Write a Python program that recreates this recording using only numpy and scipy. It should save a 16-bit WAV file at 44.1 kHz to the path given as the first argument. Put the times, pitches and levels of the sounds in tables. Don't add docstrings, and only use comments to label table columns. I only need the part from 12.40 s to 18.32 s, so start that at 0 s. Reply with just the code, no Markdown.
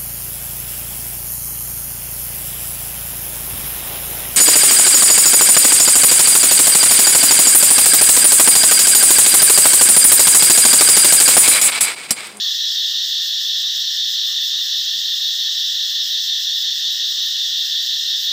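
import sys
import numpy as np
from scipy import signal
from scipy.fft import rfft, irfft
from scipy.io import wavfile
from scipy.ndimage import uniform_filter1d

SR = 44100
rng = np.random.default_rng(int(sys.argv[2]) if len(sys.argv) > 2 else 0)


def field_ratio(decibels):
    return 10 ** (np.asarray(decibels, dtype=float) / 20)


def dump(signal):
    limited = np.clip(np.atleast_2d(signal).T, -1, 1)
    pcm = np.round(limited * 32767).astype(np.int16)
    wavfile.write(sys.argv[1], SR, pcm)


N = 261072
TIME = np.arange(N) / SR

# (time [s], cycles done [count])
PUMPING = [
    (-0.209, 0),
    (1.209, 8),
    (1.544, 10),
    (2.259, 14),
    (2.601, 16),
    (6.16, 36),
]


def evened(x):
    return x / np.sqrt(np.mean(x ** 2) + 1e-20)


def coloured(x, points):
    point_hz, point_db = np.transpose(points)
    hz = np.fft.rfftfreq(len(x), 1 / SR)
    gain_db = np.interp(np.log(hz + 1), np.log(point_hz + 1), point_db, -150, -150)
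    return evened(irfft(rfft(x) * field_ratio(gain_db), len(x)))


def resonate(x, hz, width):
    off = (np.fft.rfftfreq(len(x), 1 / SR) - hz) / width
    return evened(irfft(rfft(x) / (1 + 1j * off) ** 3, len(x)))


def wander(rate_hz):
    knots = rng.standard_normal(2048)
    return evened(np.interp(TIME * 2 * rate_hz, np.arange(len(knots)), knots))


def humps(rows):
    power = np.zeros(N)
    for s, db, length in rows:
        near = slice(max(int((s - 2 * length) * SR), 0), int((s + 2 * length) * SR))
        bell = np.exp(-4 * np.log(2) * ((TIME[near] - s) / length) ** 2)
        power[near] += field_ratio(db) ** 2 * bell
    return np.sqrt(power)


def buckling(clicks_hz, jitter, smear_s):
    pace = np.clip(1 + jitter * wander(90), 0.2, 3)
    clicks = np.cumsum(clicks_hz * pace) / SR
    age_s = (clicks % 1) / clicks_hz
    return evened(np.exp(-age_s / smear_s) * rng.standard_normal(N))


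def near_singer(waver_hz=13, flutter_db=2.5):
    # (pitch at entry [Hz], at exit [Hz], middle of ringing [cycle], length [cycle])
    ring = [(3370, 3352, .6, .9), (3630, 3638, .4, .5), (3600, 3594, .76, .36), (3866, 3874, .55, .78),
            (4355, 4435, .46, .62), (4572, 4572, .7, .9), (4960, 4965, .82, .4), (5305, 5310, .9, .7),
            (5670, 5670, .8, .6)]
    ring_db = [-33, -27.5, -27, -30.5, -35, -48, -50, -45, -49]
    # (centre [Hz], width [Hz], level [dB])
    ring_body = [(3563, 312, -28), (4080, 270, -32)]
    # (centre [Hz], width [Hz], level [dB])
    rasp_body = [(5117, 145, -35), (6800, 300, -44.5), (7740, 190, -50), (8350, 420, -55.5)]
    cycle = np.interp(TIME, *np.transpose(PUMPING)) % 1
    clicks = buckling(257, jitter=0.079, smear_s=0.0025)
    out = np.zeros(N)
    for (enter_hz, exit_hz, middle, length), db in zip(ring, ring_db):
        from_middle = (cycle - middle + 0.5) % 1 - 0.5
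        place = np.clip(from_middle / length + 0.5, 0, 1)
        hz = enter_hz + (exit_hz - enter_hz) * place + waver_hz * wander(25)
        strength = np.sqrt(2 * np.sin(np.pi * place)) * field_ratio(db + flutter_db * wander(14))
        out += strength * np.sin(2 * np.pi * np.cumsum(hz) / SR)
    ringing = np.clip(0.75 - 0.95 * np.cos(2 * np.pi * (cycle + 0.03)), 0, 1)
    for hz, width, db in ring_body:
        out += ringing * field_ratio(db) * resonate(clicks, hz, width)
    for hz, width, db in rasp_body:
        out += (1 - ringing) * field_ratio(db) * resonate(clicks, hz, width)
    return out


def chorus(throb_db=0.94, patch_db=0.91):
    # (frequency [Hz], level [dB per Hz])
    sacs = [(940, -77), (1040, -51), (1100, -20.5), (1330, -19), (1430, -9), (1590, -8), (1680, -2),
            (1790, 7.5), (1870, 5), (2050, -6.5), (2210, -13.5), (2400, -34), (3000, -61)]
    # (frequency [Hz], level [dB per Hz])
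    ribs = [(1900, -65), (2200, -45.5), (2470, -34), (2730, -19), (3260, -5), (3400, -0.5), (3700, -1),
            (4000, -5.5), (4750, -11), (5480, -8), (6500, -19), (7780, -29.5), (9100, -42.5), (9500, -68)]
    crowd = np.zeros(N)
    for pace, start, rate in rng.random((10, 3)):
        throb = np.cos(2 * np.pi * ((5.0 + 1.37 * pace) * TIME + start))
        crowd += field_ratio(throb_db * throb) * buckling(220 + 80 * rate, jitter=0.2, smear_s=0.0036)
    _, _, z = signal.stft(crowd, SR, nperseg=512)
    patches = uniform_filter1d(rng.standard_normal(z.shape), size=3, axis=0)
    patches = evened(uniform_filter1d(patches, size=14, axis=1))
    crowd = signal.istft(z * field_ratio(patch_db * patches), SR, nperseg=512)[1][:N]
    return field_ratio(-44.5) * coloured(crowd, sacs) + field_ratio(-21.0) * coloured(crowd, ribs)


def sac_strands(strand_db=-58, roam_hz=30):
    out = np.zeros(N)
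    for middle_hz in (1760, 1810, 1860):
        strength = field_ratio(strand_db + 5.4 * wander(14))
        hz = middle_hz + roam_hz * wander(6)
        out += strength * np.sin(2 * np.pi * np.cumsum(hz) / SR)
    return out


def swells(rasp_db=-41.5, rasp_s=0.08, throb_s=0.056, uneven_db=1.3):
    # (first swell [s], pace [swells per s])
    throbs = [
        (.055, 6.04),
        (.07, 5.02),
        (.146, 5.26),
    ]
    throbs_db = [-41.5, -46, -48]
    s, cycles = np.transpose(PUMPING)
    rasp_times = np.interp(np.arange(1, cycles[-1]), cycles, s)
    rows = [(at, rasp_db, rasp_s) for at in rasp_times]
    for (first, pace), db in zip(throbs, throbs_db):
        rows += [(at, db, throb_s) for at in np.arange(first, TIME[-1], 1 / pace)]
    return humps(rows) * field_ratio(uneven_db * wander(6))


def buzzers():
    # (frequency [Hz], level [dB per Hz])
    buzz = [(9000, -45), (9300, -30), (9600, -21), (10700, -17), (11200, -19.5), (12100, -13.5),
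            (12800, -9), (14900, -6.5), (15500, -11)]
    # (frequency [Hz], level [dB per Hz])
    swell_body = [(9500, -38), (11200, -29), (12100, -13.5), (12800, -11), (14900, -6), (15500, -0.5)]
    steady = coloured(rng.standard_normal(N), buzz)
    swelling = coloured(buckling(250, jitter=0.15, smear_s=0.007), swell_body)
    return field_ratio(-45.9 + 0.7 * wander(7)) * steady + field_ratio(-2.0) * swells() * swelling


def puppies():
    # (time [s], peak [dB], length [s])
    whimpers = [(0.054, -57, 0.094), (0.345, -69.5, 0.1), (0.546, -60.5, 0.03), (0.807, -63, 0.092),
                (1.052, -61.5, 0.046), (1.256, -57, 0.04), (1.379, -60, 0.03), (1.896, -60, 0.12),
                (2.163, -57.5, 0.074), (2.349, -63, 0.14), (2.712, -64.5, 0.19), (2.814, -75, 0.036),
                (3.082, -65, 0.048), (3.501, -64.5, 0.15), (4.46, -65.5, 0.097), (4.796, -61.5, 0.12),
                (5.007, -70, 0.051), (5.549, -67, 0.077)]
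    # (time [s], peak [dB], length [s], pitch [Hz])
    bumps = [(0.406, -78, 0.064, 120), (1.197, -63, 0.032, 146.7), (1.375, -71, .06, 201.6),
             (2.268, -71, .04, 112), (2.397, -66, 0.056, 329), (2.578, -60, 0.049, 141),
             (2.845, -63, 0.077, 155), (3.11, -72, 0.071, 154.6), (3.714, -70, 0.041, 150),
             (4.305, -65.5, 0.064, 152), (4.562, -70.5, 0.055, 121), (4.73, -70, .08, 115),
             (5.329, -74, .06, 101), (5.887, -66, 0.044, 150)]
    # (frequency [Hz], level [dB per Hz])
    thud = [(30, -30), (60, -3), (110, 0), (220, -4), (400, -16), (700, -40)]
    breath = rng.standard_normal(N)
    nose = field_ratio(-4.5) * (resonate(breath, 1199, 37) + resonate(breath, 1185, 88))
    out = humps(whimpers) * nose
    sway = 1 + 0.1255 * wander(70)
    for s, db, length, hz in bumps:
        tone = np.sin(2 * np.pi * hz * np.cumsum(sway) / SR)
        out += np.sqrt(2) * humps([(s, db, length)]) * tone
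    thuds = humps([(s, db, 0.7 * length) for s, db, length, hz in bumps])
    return out + field_ratio(-4.5) * thuds * coloured(breath, thud)


def air():
    # (frequency [Hz], level [dB per Hz])
    rumble = [(15, -14), (25, -9), (50, -2), (120, 5), (165, 2), (232, 1), (400, -5), (550, -10.5),
              (900, -7.5), (970, -14), (1050, -40)]
    return field_ratio(-72.0 + 0.73 * wander(3.9)) * coloured(rng.standard_normal(N), rumble)


def scene():
    cicadas = near_singer() + chorus() + sac_strands() + buzzers()
    return (cicadas + puppies() + air())[None]


def gate(x):
    # (frequency [Hz], level [dB])
    shut = [(700, -14), (880, -6), (990, 1), (1080, -2), (1350, -3), (1450, -14), (8800, -9), (9150, -1.2),
            (9400, -1), (9700, -2.5), (10100, -2), (11300, -3), (12000, -14)]
    hz, _, z = signal.stft(x, SR, nperseg=2048, noverlap=1536)
    power = uniform_filter1d(abs(z) ** 2, size=2, axis=1)
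    power = uniform_filter1d(power, size=5, axis=0)
    wide = uniform_filter1d(power, size=14, axis=0)
    power = np.where(hz[:, None] > 5000, wide, power)
    limit = np.median(power, axis=1) * field_ratio(np.interp(hz, *np.transpose(shut))) ** 2
    gain = np.where(power < limit[:, None], field_ratio(-35), 1)
    return signal.istft(z * gain, SR, nperseg=2048, noverlap=1536)[1][:N]


def top_cut(x):
    return signal.sosfilt(signal.butter(12, 16460, fs=SR, output="sos"), x)


def record(dry, limit_db=-18.5, squeeze=0.46):
    bell = signal.windows.gaussian(161, 22)
    bell = bell / bell.sum()
    power_db = 10 * np.log10(signal.oaconvolve(dry[0] ** 2, bell, "same") + 1e-12)
    over_db = signal.oaconvolve(np.maximum(power_db - limit_db, 0), bell, "same")
    fade_in = np.minimum((np.arange(N) + 3) / 12, 1)
    limited = dry * field_ratio(-squeeze * over_db) * fade_in
    treble_cut = signal.firwin(801, 15540, window=("kaiser", 9), fs=SR)
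    mix = signal.oaconvolve(gate(limited[0])[None], treble_cut[None], "same")
    return top_cut(mix)


dry = scene()
out = record(dry)
dump(out)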